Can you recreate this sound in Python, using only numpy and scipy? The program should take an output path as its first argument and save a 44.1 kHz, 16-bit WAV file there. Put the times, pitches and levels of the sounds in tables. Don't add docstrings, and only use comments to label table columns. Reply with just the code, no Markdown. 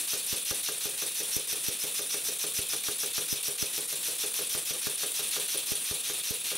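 import sys
import numpy as np
from scipy import signal
from scipy.fft import rfft, irfft
from scipy.io import wavfile
from scipy.ndimage import uniform_filter1d

SR = 44100
rng = np.random.default_rng(int(sys.argv[2]) if len(sys.argv) > 2 else 0)


def volts_from_decibels(level):
    exponent = np.asarray(level, float) / 20
    return 10 ** exponent


def store_wav(level_fs):
    pcm = np.round(np.clip(np.atleast_2d(level_fs), -1, 1) * 32767)
    wavfile.write(sys.argv[1], SR, pcm.T.astype(np.int16))


N = 289737
TIME, HZ = np.arange(N) / SR, np.fft.rfftfreq(N, 1 / SR)


def evened(x):
    return x / np.sqrt(np.mean(x ** 2) + 1e-20)


def read(points, hz):
    f, value = np.transpose(points)
    return np.interp(np.log(hz + 1), np.log(f + 1), value)


def hiss(gain, flutter_db, flutter_s, count=2):
    white = rng.standard_normal((count, N))
    noise = evened(irfft(rfft(white) * gain, N))
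    span = max(int(flutter_s * SR), 2)
    flutter = uniform_filter1d(rng.standard_normal((count, N)), span)
    flutter = evened(uniform_filter1d(flutter, span))
    return evened(noise * volts_from_decibels(flutter_db * flutter))


def peaks(modes):
    power = 0
    for hz, width_hz, db in modes:
        power = power + volts_from_decibels(2 * db) / (1 + (2 * (HZ - hz) / width_hz) ** 2) ** 1.45
    return np.sqrt(power)


# (time [s], speed [turns/s])
SPEED = [
    (0, 4.975),
    (.6, 5.704),
    (1.1, 5.898),
    (2, 6.685),
    (2.8, 6.735),
    (3.8, 6.692),
    (4.5, 6.331),
    (5.1, 6.059),
    (5.9, 5.311),
    (6.6, 4.499),
]


def crank():
    start_turns = -.376
    return start_turns + np.cumsum(np.interp(TIME, *np.transpose(SPEED))) / SR


# (time [s], favour to front end [dB], supply pressure [dB])
FAVOUR = [(0, -0.5, 0.5), (.5, .5, 0.3), (.95, -2, -1), (1.25, 2, 0.5), (1.7, 0.5, -.5), (2.1, 2.5, -.5),
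          (2.45, .5, .6), (3.1, 1, 0.3), (3.6, 1.5, .1), (3.9, -0.5, -1), (4.25, 0.5, 1.2), (4.7, 0.5, -.2),
          (5.05, -2.5, 0.2), (5.3, -2.5, 1.4), (5.7, -1.5, .5), (6.05, -4.5, -1.1), (6.3, -2.5, 0.2),
          (6.6, -6.5, -0.3)]


def vent(db, favour, scatter_db, flow, first_turns):
    half_turns = 2 * (crank() - first_turns)
    stroke = (half_turns // 2).astype(int) + 2
    s, favour_db, supply_db = np.transpose(FAVOUR)
    air_db = np.interp(TIME, s, favour * favour_db + supply_db)
    chance_db = scatter_db * rng.standard_normal(stroke.max() + 1)[stroke]
    flow_db = np.interp(half_turns % 2, *np.transpose(flow))
    return volts_from_decibels(db + air_db + chance_db + flow_db)


# (time since opening [half turns], level [dB])
FRONT_FLOW = [(0, -18), (.02, 0.5), (.12, -1), (.65, 1.5), (.8, -0.5), (.95, -5), (1.3, -8.5), (2, -16.5)]
PASSAGE_FLOW = [(0, -37), (.08, -7), (.25, 0.5), (.62, 1.5), (.8, -6), (1.05, -7), (1.6, -19), (2, -21)]
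BACK_FLOW = [(0, -7), (.05, -0.5), (.25, 1.5), (.55, -3.5), (.8, -1.5), (.95, -7.5), (1.1, -8), (2, -35)]
JET_FLOW = [(0, -37), (.04, 7), (.12, 2.5), (.45, -3.5), (.7, 1), (.8, 3.5), (.9, -17), (1.05, 0), (2, -61)]
# (frequency [Hz], density [dB per Hz])
FRONT_BODY = [(150, -41), (900, -15.5), (1400, -10.5), (2050, -8), (2350, -1.5), (2600, 0.5), (3050, -3),
              (3400, 2), (3700, 1), (4400, 0), (5200, -6), (6800, -1.5), (8000, -17.5)]
FRONT_TREBLE = [(6200, -20), (7200, -3.5), (8800, -3), (9700, 3.5), (10500, -2), (11500, -1.5),
                (12700, -2.5), (14000, -6.5), (14900, -9.5), (15600, -9)]
BACK_BODY = [(150, -10.5), (1000, -13), (1400, -13), (2050, -15.5), (2350, -0.5), (2600, 1.5), (3050, -2),
             (3450, 4.5), (3800, 2.5), (4400, -2), (5000, -8), (6800, -5.5), (8000, -8.5)]
BACK_TREBLE = [(6200, -15.5), (7300, 7.5), (8300, 1), (10500, -2), (11500, 6), (12800, -4), (14000, -11),
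               (14900, -5), (15600, 2.5)]
LEAK = [(60, -20), (150, -13), (400, -7.5), (1000, -17), (2000, -9), (3600, -12.5), (5500, -7.5),
        (7000, -8.5), (9200, 4.5), (11500, -6), (14000, -8.5), (14900, -22), (15600, -23)]
# (frequency [Hz], width [Hz], level [dB])
PASSAGE = [(5824, 220, -1.5), (5536, 340, -4), (6095, 300, -2.5), (5105, 46, 2.5)]
JET = [(9680, 570, -9.5), (9880, 250, -8), (9030, 140, -7.5), (8120, 150, -11)]


def exhaust():
    front = vent(-38, -0.21, 0.43, FRONT_FLOW, 0) * hiss(volts_from_decibels(read(FRONT_BODY, HZ)), 1.5, 0.0037)
    front += vent(-35.5, 0.14, 0.32, FRONT_FLOW, -.025) * hiss(volts_from_decibels(read(FRONT_TREBLE, HZ)), 1.5, 0.0028)
    front += vent(-39.5, 0.88, 0.62, PASSAGE_FLOW, 0) * hiss(peaks(PASSAGE), 0.95, 0.004)
    back_turns = 0.493
    back = vent(-39.5, -.3, 0.86, BACK_FLOW, back_turns) * hiss(volts_from_decibels(read(BACK_BODY, HZ)), 0.71, 0.0021)
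    back += vent(-41.0, 0.074, 1.8, BACK_FLOW, back_turns) * hiss(volts_from_decibels(read(BACK_TREBLE, HZ)), 0.94, 0.0014)
    back += vent(-38.5, -0.34, 0.87, JET_FLOW, back_turns) * hiss(peaks(JET), 1.2, 0.0022)
    leak = volts_from_decibels(-41) * hiss(volts_from_decibels(read(LEAK, HZ)), 2.95, 0.032)
    return front + back + leak


def ring(modes, rise_s=1e-5, length_s=.3):
    t = np.arange(int(length_s * SR)) / SR
    sines = sum(volts_from_decibels(db - 60 * t / t60) * np.sin(2 * np.pi * hz * t) for hz, db, t60 in modes)
    return (1 - np.exp(-t / rise_s)) * sines


def blows(seconds, sizes):
    train = np.zeros(N)
    at = np.clip((np.asarray(seconds) * SR).astype(int), 0, N - 1)
    np.add.at(train, at, sizes)
    return train


# (frequency [Hz], width [Hz], level [dB])
RATTLE = [(408, 150, -2.5), (514, 164, 0), (1270, 2000, -11.5)]


def rattle(s, upper_db):
    last = np.searchsorted(s, TIME) - 1
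    since_s = TIME - s[last]
    hold_turns, stop_turns = 0.46, 0.11
    past_turns = since_s * np.interp(TIME, *np.transpose(SPEED)) - hold_turns
    shake = volts_from_decibels(upper_db[last] + 6 - 60 * since_s / 0.73)
    shake = shake * (1 - np.exp(-since_s / 0.0084)) / (1 + np.exp(past_turns / stop_turns))
    return volts_from_decibels(-6) * shake * hiss(peaks(RATTLE), 2.6, 0.01, count=1)[0]


# (time [s], crosshead level [dB])
KNOCKS = [(-.06, -50), (0.687, -38.5), (1.0225, -43.5), (1.203, -53), (1.993, -44.5), (2.1433, -42),
          (2.4406, -43), (2.7347, -39.5), (3.034, -42), (3.9272, -51), (4.083, -52), (5.0334, -40),
          (5.193, -45), (5.3654, -39.5), (5.546, -46), (6.5167, -44.5)]
# (frequency [Hz], level [dB], t60 [s])
CROSSHEAD = [(1213, 3.5, 0.08), (1415, 10.5, 0.023), (1623, 1.5, 0.062), (1700, -3.5, 0.05),
             (2670, 2, 0.025), (3620, 1, 0.014)]
TICK = [(13170, -0.5, 0.0038), (12900, -6, .004), (12300, -5, .004), (13900, -11, .003), (11500, -16, .003),
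        (7000, -27, .003)]
# (frequency [Hz], level [dB], t60 [s])
BASE_AGAINST = [(328.3, -6.5, 0.19), (413.6, -1.5, 0.21), (816, -14.5, 0.13)]
BASE_WITH = [(396, -11, 0.13), (451.2, -13, 0.4), (494.6, -7.5, 0.33), (553, -7.5, 0.12),
             (615.6, -5.5, 0.098), (152.4, -14, 0.22)]
JOLT_LAG_S = 0.00067


def knocks():
    jolt_tick_db = 2
    rows = [(s, db, 0) for s, db in KNOCKS]
    rows += [(row[0] - JOLT_LAG_S, row[1], jolt_tick_db) for row in JOLTS]
    s, head_db, extra_db = np.transpose(sorted(rows))

    def follow(usual_db, slope, scatter_db):
        return usual_db + slope * (head_db + 46) + scatter_db * rng.standard_normal(len(s))

    base_db = follow(-46, 0.16, 1.3)
    upper_db = follow(-45.5, 0.11, 0.74)
    tick_db = follow(-37.5, -0.18, 1.6)
    answer_s = s[:-1] + 0.51 * np.diff(s)
    answer = volts_from_decibels(2.0 * rng.standard_normal(len(answer_s)))
    heard = s > 0

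    base = blows(s - .0008, heard * volts_from_decibels(base_db + 7.0))
    base += blows(answer_s, volts_from_decibels(-73) * answer)
    upper = blows(s - .0008, heard * volts_from_decibels(upper_db + 6.0))
    wood = signal.oaconvolve(upper, ring(BASE_WITH, 0.0023))[:N]
    wood -= signal.oaconvolve(base, ring(BASE_AGAINST, 0.0009))[:N]
    wood += rattle(s, upper_db)

    head = blows(s, heard * volts_from_decibels(head_db - 5.5))
    head += blows(answer_s, volts_from_decibels(-61) * answer)
    tick_size = heard * volts_from_decibels(tick_db + extra_db)
    tick = blows(s, volts_from_decibels(7.0) * tick_size)
    tick += blows(s + 0.0012, volts_from_decibels(7.5) * tick_size)
    tick += blows(answer_s, volts_from_decibels(-46.5) * answer)
    metal = signal.oaconvolve(head, ring(CROSSHEAD))[:N] + signal.oaconvolve(tick, ring(TICK))[:N]
    return wood, metal


def push(rise_s, cut_hz):
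    u = np.arange(4000) / SR / rise_s
    x = signal.lfilter(*signal.butter(2, cut_hz / (SR / 2), "high"), u ** 1.4 * np.exp(-u))
    return x / x.max()


# (time [s], crosshead level [dB], left [pressure, full scale 1], right [pressure, full scale 1])
JOLTS = [(0.1338, -43.5, 0.024, -0.029), (0.3275, -48, 0.05, -0.069), (0.5108, -38, 0.021, -0.042),
         (0.8553, -48, 0.039, -0.044), (1.3656, -60, -0.1, 0.087), (1.529, -58, 0.02, -0.018),
         (1.6847, -54, 0.073, -0.087), (1.839, -50, 0.025, -0.027), (2.2862, -54, 0.008, -0.008),
         (2.5888, -48, -0.00054, -0.025), (2.8855, -38.5, -0.048, 0.041), (3.1815, -39.5, -0.061, 0.055),
         (3.3272, -61, 0.085, -0.1), (3.4829, -47.5, 0.029, -0.035), (3.6259, -44.5, 0.075, -0.095),
         (3.7808, -51, 0.007, -0.0043), (4.2378, -45, -0.0025, -0.00018), (4.3917, -42.5, -0.0027, 0.0011),
         (4.5498, -41.5, 0.038, -0.047), (4.7078, -48, 0.034, -0.04), (4.8697, -39.5, 0.072, -0.08),
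         (5.7188, -51, -0.1, 0.093), (5.9113, -46.5, -0.0096, -0.018), (6.0995, -43, 0.012, -0.012),
         (6.3073, -65, 0.057, -0.075)]


def jolts():
    s, _, left, right = np.transpose(JOLTS)
    rocking = signal.oaconvolve(blows(s, (left - right) / 2), push(0.00057, 78))[:N]
    together = volts_from_decibels(6.0) * signal.oaconvolve(blows(s, (left + right) / 2), push(0.00081, 52))[:N]
    return np.array([together + rocking, together - rocking])


# (delay [s], share [ratio])
ECHOES = [
    (.0059, -.45),
    (.0118, .18),
]
# (frequency [Hz], level [dB])
RETURN = [(300, -27.5), (2000, -6), (6500, -2.5), (9000, -12), (16000, -16)]
# (frequency [Hz], side minus mid [dB])
APART = [(100, -13.5), (250, -33), (450, -18.5), (1000, -24), (1500, -21.5), (2700, -14.5), (3700, -13.5),
         (5000, -20), (5900, -16), (7000, -29), (8500, -19), (10000, -19), (11500, -6.5), (14500, -2.5)]
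# (frequency [Hz], left minus right [dB])
LEAN = [(300, 0.5), (1500, -1), (5000, -0.9), (8000, 0), (15000, 3.5)]


def scene():
    direct, scattered = exhaust()
    wood, metal = knocks()
    t = np.arange(SR // 4) / SR
    t60_s = np.array([[.25], [.3], [.04]])
    tails = rng.standard_normal((3, len(t))) * volts_from_decibels(-60 * t / t60_s)
    room, bench, scatter = rfft(tails / np.linalg.norm(tails, axis=1, keepdims=True), N)
    hose = sum(share * np.exp(-2j * np.pi * HZ * delay_s) for delay_s, share in ECHOES)
    space = 1 + volts_from_decibels(read(RETURN, HZ)) * (hose + volts_from_decibels(-6.5) * room)
    mid = rfft(direct + metal) * space + rfft(wood) * (1 + volts_from_decibels(-12.5) * bench)
    side = rfft(scattered) * space
    side += rfft(volts_from_decibels(9.0) * wood + metal) * scatter / abs(scatter) ** 0.62
    side *= volts_from_decibels(read(APART, HZ))
    lean = volts_from_decibels(read(LEAN, HZ) / 2)
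    low_cut_hz = 110
    low_cut = 1 / np.sqrt(1 + (low_cut_hz / (HZ + 1)) ** 8)
    pair = np.array([(mid + side) * lean, (mid - side) / lean])
    return irfft(low_cut * pair, N) + jolts()


def top_cut(x):
    return signal.sosfilt(signal.butter(12, 16860, fs=SR, output="sos"), x)


def record(dry):
    edge_hz = 15760
    low_pass = signal.firwin(1535, edge_hz, window=("kaiser", 9), fs=SR)
    limited = signal.oaconvolve(dry, low_pass[None], "same")
    return top_cut(limited)


dry = scene()
out = record(dry)
store_wav(out)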